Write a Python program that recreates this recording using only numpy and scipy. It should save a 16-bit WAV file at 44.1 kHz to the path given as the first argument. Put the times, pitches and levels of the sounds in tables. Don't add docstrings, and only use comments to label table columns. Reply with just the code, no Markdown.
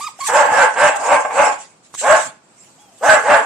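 import sys
import numpy as np
from scipy import signal
from scipy.fft import rfft, irfft, next_fast_len
from scipy.io import wavfile
from scipy.ndimage import uniform_filter1d, map_coordinates

SR = 44100
rng = np.random.default_rng(int(sys.argv[2]) if len(sys.argv) > 2 else 0)


def inscribe(sig):
    pcm = np.round(np.clip(np.atleast_2d(sig).T, -1, 1) * 32767)
    wavfile.write(sys.argv[1], SR, pcm.astype(np.int16))


N = 152145

# frequency_hz, density_db
ROOM_SPECTRUM = [(24, -48), (40, -17), (138, -1), (477, -7.5), (554, -6.5), (865, -5.5), (1320, -10),
                 (1490, -12), (1960, -18.5), (2390, -14.5), (3140, -20), (8250, -20.5), (15000, -52)]
BREATH_SPECTRUM = [(880, -51), (1500, -12), (2020, -6), (2830, -6.5), (4040, -9.5), (5200, -7.5),
                   (6500, -2.5), (7600, 3.5), (9000, -7), (10300, -15), (11000, -42.5), (15000, -66)]
HIGH_HISS_SPECTRUM = [(9000, -42.5), (10500, 3.5), (12500, 3), (14300, -5.5), (15100, -26)]
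PUFF_SPECTRUM = [(20, -37), (60, -18), (110, -11), (200, -11.5), (330, -7.5), (500, -49.5)]
# frequency_hz, correlation
ROOM_COHERENCE = [(60, 0.29), (240, 0.95), (930, 0.27), (3680, -0.17), (14500, -0.05)]
HISS_COHERENCE = [(2000, .3), (7000, 0)]
# frequency_hz, t60_s
ROOM_DECAY = [(300, .35), (600, 0.29), (900, 0.28), (2000, 0.32), (5000, 0.29), (10000, 0.16)]
# frequency_hz, left_over_right_db
PORT_BALANCE = [(60, -4.0), (130, -2.5), (290, -0.5), (630, 2.5), (1380, -6.5), (3020, -0.5), (6620, -3),
                (14500, -6)]
# time_s, level_db
BREATH_LEVEL = [(0.0, -40.5), (0.04, -33), (0.13, -52.5), (0.18, -52.5), (0.21, -33), (0.23, -37.5),
                (0.28, -19.5), (0.29, -24.5), (0.32, -34), (0.36, -25), (0.45, -31.5), (0.49, -37),
                (0.62, -25.5), (0.72, -40), (0.76, -42.5), (0.8, -28), (0.88, -26), (0.95, -41),
                (0.97, -30.5), (0.98, -41.5), (1.01, -36.5), (1.04, -32.5), (1.08, -30), (1.1, -31),
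                (1.15, -29.5), (1.3, -47), (1.36, -30.5), (1.46, -29), (1.54, -38), (1.58, -48),
                (1.61, -36), (1.7, -55), (1.82, -68), (1.85, -50.5), (1.92, -60), (1.95, -35),
                (1.97, -43.5), (1.99, -28), (2.01, -24), (2.03, -30), (2.13, -24.5), (2.26, -31.5),
                (2.32, -50.5), (2.4, -68.5), (2.65, -52), (2.77, -59), (2.82, -53), (2.88, -61.5),
                (3.01, -51), (3.04, -31), (3.05, -28), (3.15, -21), (3.18, -33.5), (3.23, -38.5),
                (3.35, -29), (3.45, -42)]
HIGH_HISS_LEVEL = [(0.0, -55), (0.09, -53), (0.13, -79), (0.28, -40), (0.32, -53), (0.55, -58), (0.8, -90),
                   (0.83, -61), (0.89, -95), (0.93, -114), (0.96, -54), (1.0, -69), (1.03, -54.5),
                   (1.27, -88), (1.3, -61), (1.46, -61), (1.78, -104), (1.99, -55), (2.27, -58.5),
                   (2.36, -100), (2.68, -74), (2.98, -74), (3.05, -48), (3.36, -67), (3.41, -84),
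                   (3.45, -59)]
PAW_LEVEL = [(2.22, -57.5), (2.26, -38.5), (2.3, -51)]
# start_s, level_db, crack_over_knock_db
SMACKS = [(0.962, -27, 11), (1.941, -19, -11.5), (1.95, -18.5, -3.5)]
# time_s, pitch_hz, level_db
WHINE_CONTOURS = [
    [(0, 725, -30), (.012, 1133, -26), (.025, 1182, -23.5), (.045, 1222, -24.5), (.058, 1277, -26),
     (.072, 1240, -18.5), (.082, 1000, -26.5), (.092, 825, -37.5), (.1, 750, -56)],
    [(.194, 724, -29.5), (.2, 960, -32), (.21, 1130, -20), (.228, 1064, -23), (.245, 1128, -20),
     (.258, 1180, -28), (.268, 1045, -28.5), (.278, 898, -26), (.288, 817, -18)],
    [(2.784, 695, -61), (2.795, 833, -58), (2.81, 834, -58), (2.85, 838, -63), (2.875, 810, -64),
     (2.895, 778, -62), (2.91, 680, -67), (2.97, 657, -66)],
]
# level_db of each harmonic, from the fundamental up
WHINE_HARMONICS = [
    [-0.5, -10, -13, -12.5, -20, -37, -44],
    [-0.5, -12, -18.5, -11, -30, -28.5, -31.5],
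    [9.5, -25, -12, 4, -25, -25, -25, -3],
]
# start_s, length_s, first_pitch_hz, last_pitch_hz, level_db
GROWLS = [(2.016, .055, 244, 405.6, -9.5), (3.012, .055, 244.8, 417, -8)]
# centre_hz, width_hz, gain_db
RESONANCES = [(295, 40, -21), (625, 350, -6.5), (861.5, 53, 7.5), (1069, 109, -4), (1592, 161, -2.5),
              (2123, 317, -12), (2730, 540, -16.5), (4950, 370, -35.5)]
# time_s, level_db
BARK_EFFORTS = [
    [(0.28, -39.5), (0.29, -10.5), (0.324, -14), (0.356, -6.5), (0.51, -16), (0.52, -11)],
    [(0.52, -15.5), (0.538, -11.5), (0.566, -9), (0.636, -6.5), (0.698, -28.5), (0.72, -23)],
    [(0.74, -42), (0.76, -14.5), (0.828, -7), (0.898, -11.5), (0.914, -37), (0.95, -15)],
    [(1.0, -16), (1.004, -22), (1.128, -6.5), (1.158, -9.5), (1.244, -34.5), (1.25, -10.5)],
    [(1.31, -15.5), (1.314, -22.5), (1.398, -7), (1.51, -18.5), (1.53, -58.5)],
    [(2.02, -28.5), (2.042, -17.5), (2.1, -7.5), (2.156, -10.5), (2.21, -33.5)],
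    [(3.015, -36.5), (3.027, -18.5), (3.051, -12), (3.107, -5), (3.143, -9), (3.21, -22.5)],
    [(3.24, -17), (3.304, -5.5), (3.36, -8), (3.45, -27)],
]
# top_s, top_pitch_hz, tone_db, noise_share, nose_db, mouth_db, bite_db
BARK_VOICES = [(0.388, 593.2, -5, 0.48, 0, 0.5, 0), (.59, 574, -7, 0.26, -0.5, 1.5, 0.5),
               (0.844, 604, -3.5, 0.77, -1, 1.5, 3), (1.14, 584.7, -4, 0.75, -1, -4, -1.5),
               (1.41, 587.7, -3, 0.83, -1.5, -4, 1), (2.13, 624.3, 0, 0.7, -4.5, 1.5, -0.5),
               (3.12, 639.9, -2, 0.8, -5.5, 3.5, 0.5), (3.32, 599.3, -2, 0.77, -2, 2.5, 0.5)]

ROOM_DB, ROOM_SWAY_DB = -53, .6
RASP_ECHO_DB, TONE_ECHO_DB = -2.5, -13
SHARED_ECHO, SHARED_BELOW_HZ = .5, 900
PUFF_DB, PUFF_EXPONENT = -22.5, 1.63
WHINE_WAVER, WHINE_FLUTTER_DB, OVERTONE_FADE = .006, 2.2, .7
JITTER_CYCLES, SHIMMER_DB, ALTERNATE_DIP = .11, 3.5, .24
RASP_LOW_HZ, RASP_HIGH_HZ = 450, 6000
SAG_HZ_PER_S2, LOWEST_PITCH_HZ, TONE_FADE_DB_PER_HZ = 27000, 440, .05
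BARK_WAVER, BARK_FLUTTER_DB = .022, 3.2
CLOSED_MOUTH_HZ, OPENING_EXPONENT = 1260, .61
LEFT_LAG_S, CEILING, KNEE, BASS_CUT_HZ, BAND_LIMIT_HZ = .00002, 1.02, 3.5, 88, 15100


def amp(db):
    return 10 ** (np.asarray(db) / 20)


def unit_rms(x):
    return x / np.sqrt(np.mean(x ** 2) + 1e-20)


def along(points, hz):
    frequencies, values = np.transpose(points)
    return np.interp(np.log(hz + 1), np.log(frequencies + 1), values)


def envelope(rows, edge_s):
    s, db = np.transpose(rows)
    t = np.arange(N) / SR
    return amp(np.interp(t, s, db)) * np.clip(1 + np.minimum(t - s[0], s[-1] - t) / edge_s, 0, 1)


def filtered(x, response):
    size = next_fast_len(N + SR // 2)
    return irfft(rfft(x, size) * response(np.fft.rfftfreq(size, 1 / SR)), size)[..., :N]


def wobble(rate_hz):
    knots = rng.standard_normal(int(N * rate_hz / SR) + 4)
    return map_coordinates(knots, [np.arange(N) * rate_hz / SR])


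def stereo_noise(spectrum, coherence, patchy_db):
    bins = signal.stft(rng.standard_normal((2, N)), nperseg=512)[2]
    patches = uniform_filter1d(uniform_filter1d(rng.standard_normal(bins.shape[1:]), 6, 0), 6, 1)
    pair = signal.istft(bins * amp(patchy_db * unit_rms(patches)), nperseg=512)[1][:, :N]
    angle = lambda hz: np.arccos(np.clip(along(coherence, hz), -1, 1)) / 2
    mid, side = filtered(pair, lambda hz: amp(along(spectrum, hz)) * [np.cos(angle(hz)), np.sin(angle(hz))])
    return unit_rms(np.array([mid + side, mid - side]))


def room_tone():
    level = amp(ROOM_DB + ROOM_SWAY_DB * wobble(16))
    return level * stereo_noise(ROOM_SPECTRUM, ROOM_COHERENCE, patchy_db=.8)


def high_hiss():
    return envelope(HIGH_HISS_LEVEL, .01) * stereo_noise(HIGH_HISS_SPECTRUM, HISS_COHERENCE, patchy_db=5.5)


def reverberation(voice):
    out, t = 0, np.arange(N) / SR
    for centre_s in np.arange(8) / 2:
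        hz, age_s, bins = signal.stft(rng.standard_normal((2, SR // 2)), SR, nperseg=256)
        bins = bins + SHARED_ECHO * bins[::-1] * np.exp(-hz / SHARED_BELOW_HZ)[:, None]
        decay = amp(-60 * age_s / along(ROOM_DECAY, hz)[:, None])
        tail = signal.istft(bins * decay, SR, nperseg=256)[1]
        crossfade = np.clip(1 - abs(t - centre_s) * 2, 0, 1)
        delayed = np.pad(voice * crossfade, (200, 0))
        out = out + signal.fftconvolve(delayed[None], tail / np.linalg.norm(tail[0]), axes=1)[:, :N]
    return out


def puffs_and_paw():
    effort = sum(envelope(rows, .015) for rows in BARK_EFFORTS)
    level = amp(PUFF_DB) * effort ** PUFF_EXPONENT + envelope(PAW_LEVEL, .0079)
    return level * stereo_noise(PUFF_SPECTRUM, coherence=[(100, .13)], patchy_db=4)


def breath():
    level = envelope(BREATH_LEVEL, .01) * amp(wobble(70))
    return level * stereo_noise(BREATH_SPECTRUM, HISS_COHERENCE, patchy_db=3.5)


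def smacks(knock_hz=1100, t60_s=.011):
    out, t = np.zeros(N + SR), np.arange(SR // 10) / SR
    knock = np.sin(2 * np.pi * knock_hz * t)
    for start_s, db, crack_db in SMACKS:
        crack = amp(crack_db) * uniform_filter1d(np.diff(rng.standard_normal(len(t) + 1)), size=3)
        out[round(start_s * SR):][:len(t)] += amp(db - 60 * t / t60_s) * (knock + crack)
    return out[:N]


def whine(contour, harmonics_db):
    s, hz, db = np.transpose(contour)
    t = np.arange(N) / SR
    cycles = np.cumsum(np.interp(t, s, hz) * (1 + WHINE_WAVER * wobble(80))) / SR
    fade_db = OVERTONE_FADE * (np.interp(t, s, db) - db.max())
    tone = 0
    for k, harmonic_db in enumerate(harmonics_db, 1):
        level = amp(harmonic_db + WHINE_FLUTTER_DB * wobble(100) + (k > 1) * fade_db)
        tone = tone + level * np.sin(2 * np.pi * k * cycles)
    return np.sqrt(2) * tone * envelope(np.transpose([s, db]), .0052)


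def growls():
    t, out = np.arange(N) / SR, 0
    for start_s, length_s, first_hz, last_hz, db in GROWLS:
        end_s = start_s + length_s
        cycles = np.cumsum(np.interp(t, [start_s, end_s], [first_hz, last_hz])) / SR
        partials = zip((.77, 2, 3, 4.5), (.045, .7, .38, .12))
        buzz = sum(level * np.cos(2 * np.pi * ratio * cycles) for ratio, level in partials)
        out = out + buzz * envelope([(start_s, db - 17), (start_s + length_s / 2, db), (end_s, db)], .0032)
    return out


def vocal_folds(cycles, noise_share):
    noise = rng.standard_normal(N) * (1 + .48 * np.cos(2 * np.pi * cycles))
    onsets = np.flatnonzero(np.diff(np.floor(cycles)) > 0)
    jitter, shimmer = rng.standard_normal((N, 2))[:len(onsets)].T
    moved = np.clip(onsets + JITTER_CYCLES * np.gradient(onsets) * jitter, 0, N - 1).astype(int)
    sizes = amp(SHIMMER_DB * shimmer) * (1 - ALTERNATE_DIP * (np.arange(len(onsets)) % 2))
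    pulses = np.bincount(moved, sizes, N)
    return np.sqrt(1 - noise_share) * unit_rms(pulses) + np.sqrt(noise_share) * unit_rms(noise)


def vocal_tract(hz, nose_db, mouth_db, bite_db):
    boost_db = {2: nose_db, 4: mouth_db, 5: bite_db, 6: bite_db}
    modes = []
    for k, (centre_hz, width_hz, db) in enumerate(RESONANCES):
        resonance = 1j * hz * width_hz / (centre_hz ** 2 - hz ** 2 + 1j * hz * width_hz)
        modes.append((-1) ** k * amp(db + boost_db.get(k, 0)) * resonance)
    low_ring, *formants = modes
    u = 1j * hz / RASP_LOW_HZ
    highpass = u * u / (1 + np.sqrt(2) * u + u * u)
    lowpass = 1 / (1 + 1j * hz / RASP_HIGH_HZ)
    return low_ring + sum(formants) * (highpass * lowpass) ** 2


def barks():
    t, tones, rasp = np.arange(N) / SR, 0, 0
    for rows, (top_s, top_hz, tone_db, noise_share, *boosts_db) in zip(BARK_EFFORTS, BARK_VOICES):
        sag_hz = SAG_HZ_PER_S2 * (t - top_s) ** 2
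        pitch_hz = np.maximum(top_hz - sag_hz, LOWEST_PITCH_HZ) * (1 + BARK_WAVER * wobble(110))
        cycles = np.cumsum(pitch_hz) / SR
        folds = vocal_folds(cycles, noise_share)
        effort = envelope(rows, .017)
        tone_level = amp(tone_db - TONE_FADE_DB_PER_HZ * sag_hz + BARK_FLUTTER_DB * wobble(80))
        tones = tones + effort * tone_level * np.sin(2 * np.pi * cycles)
        opening = (effort / effort.max()) ** OPENING_EXPONENT
        muffled = filtered(folds, lambda hz: 1 / (1 + (hz / CLOSED_MOUTH_HZ) ** 4))
        source = effort * (muffled + opening * (folds - muffled))
        tract = lambda hz: vocal_tract(hz, *boosts_db)
        rasp = rasp + filtered(source, tract) / np.std(filtered(folds, tract))
    return tones, rasp


def scene():
    tones, rasp = barks()
    tones = tones + growls() + sum(map(whine, WHINE_CONTOURS, WHINE_HARMONICS))
    echo = reverberation(amp(RASP_ECHO_DB) * rasp + amp(TONE_ECHO_DB) * tones)
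    hiss = breath() + high_hiss()
    direct = amp(3) * hiss + amp(-3.5) * (tones + smacks()) + amp(-4) * rasp + puffs_and_paw()
    side = np.array([[.5], [-.5]])
    ports = lambda hz: amp(side * along(PORT_BALANCE, hz)) * np.exp(-2j * np.pi * hz * LEFT_LAG_S * side)
    return filtered(direct + echo, ports) + room_tone()


def record(dry):
    asymmetry = np.array([[.004], [.008]])
    bent = dry + asymmetry * dry ** 2
    saturated = bent / (1 + abs(bent / CEILING) ** KNEE) ** (1 / KNEE)
    return filtered(saturated, lambda hz: (hz < BAND_LIMIT_HZ) * 1j * hz / (BASS_CUT_HZ + 1j * hz))


dry = scene()
out = record(dry)
inscribe(out)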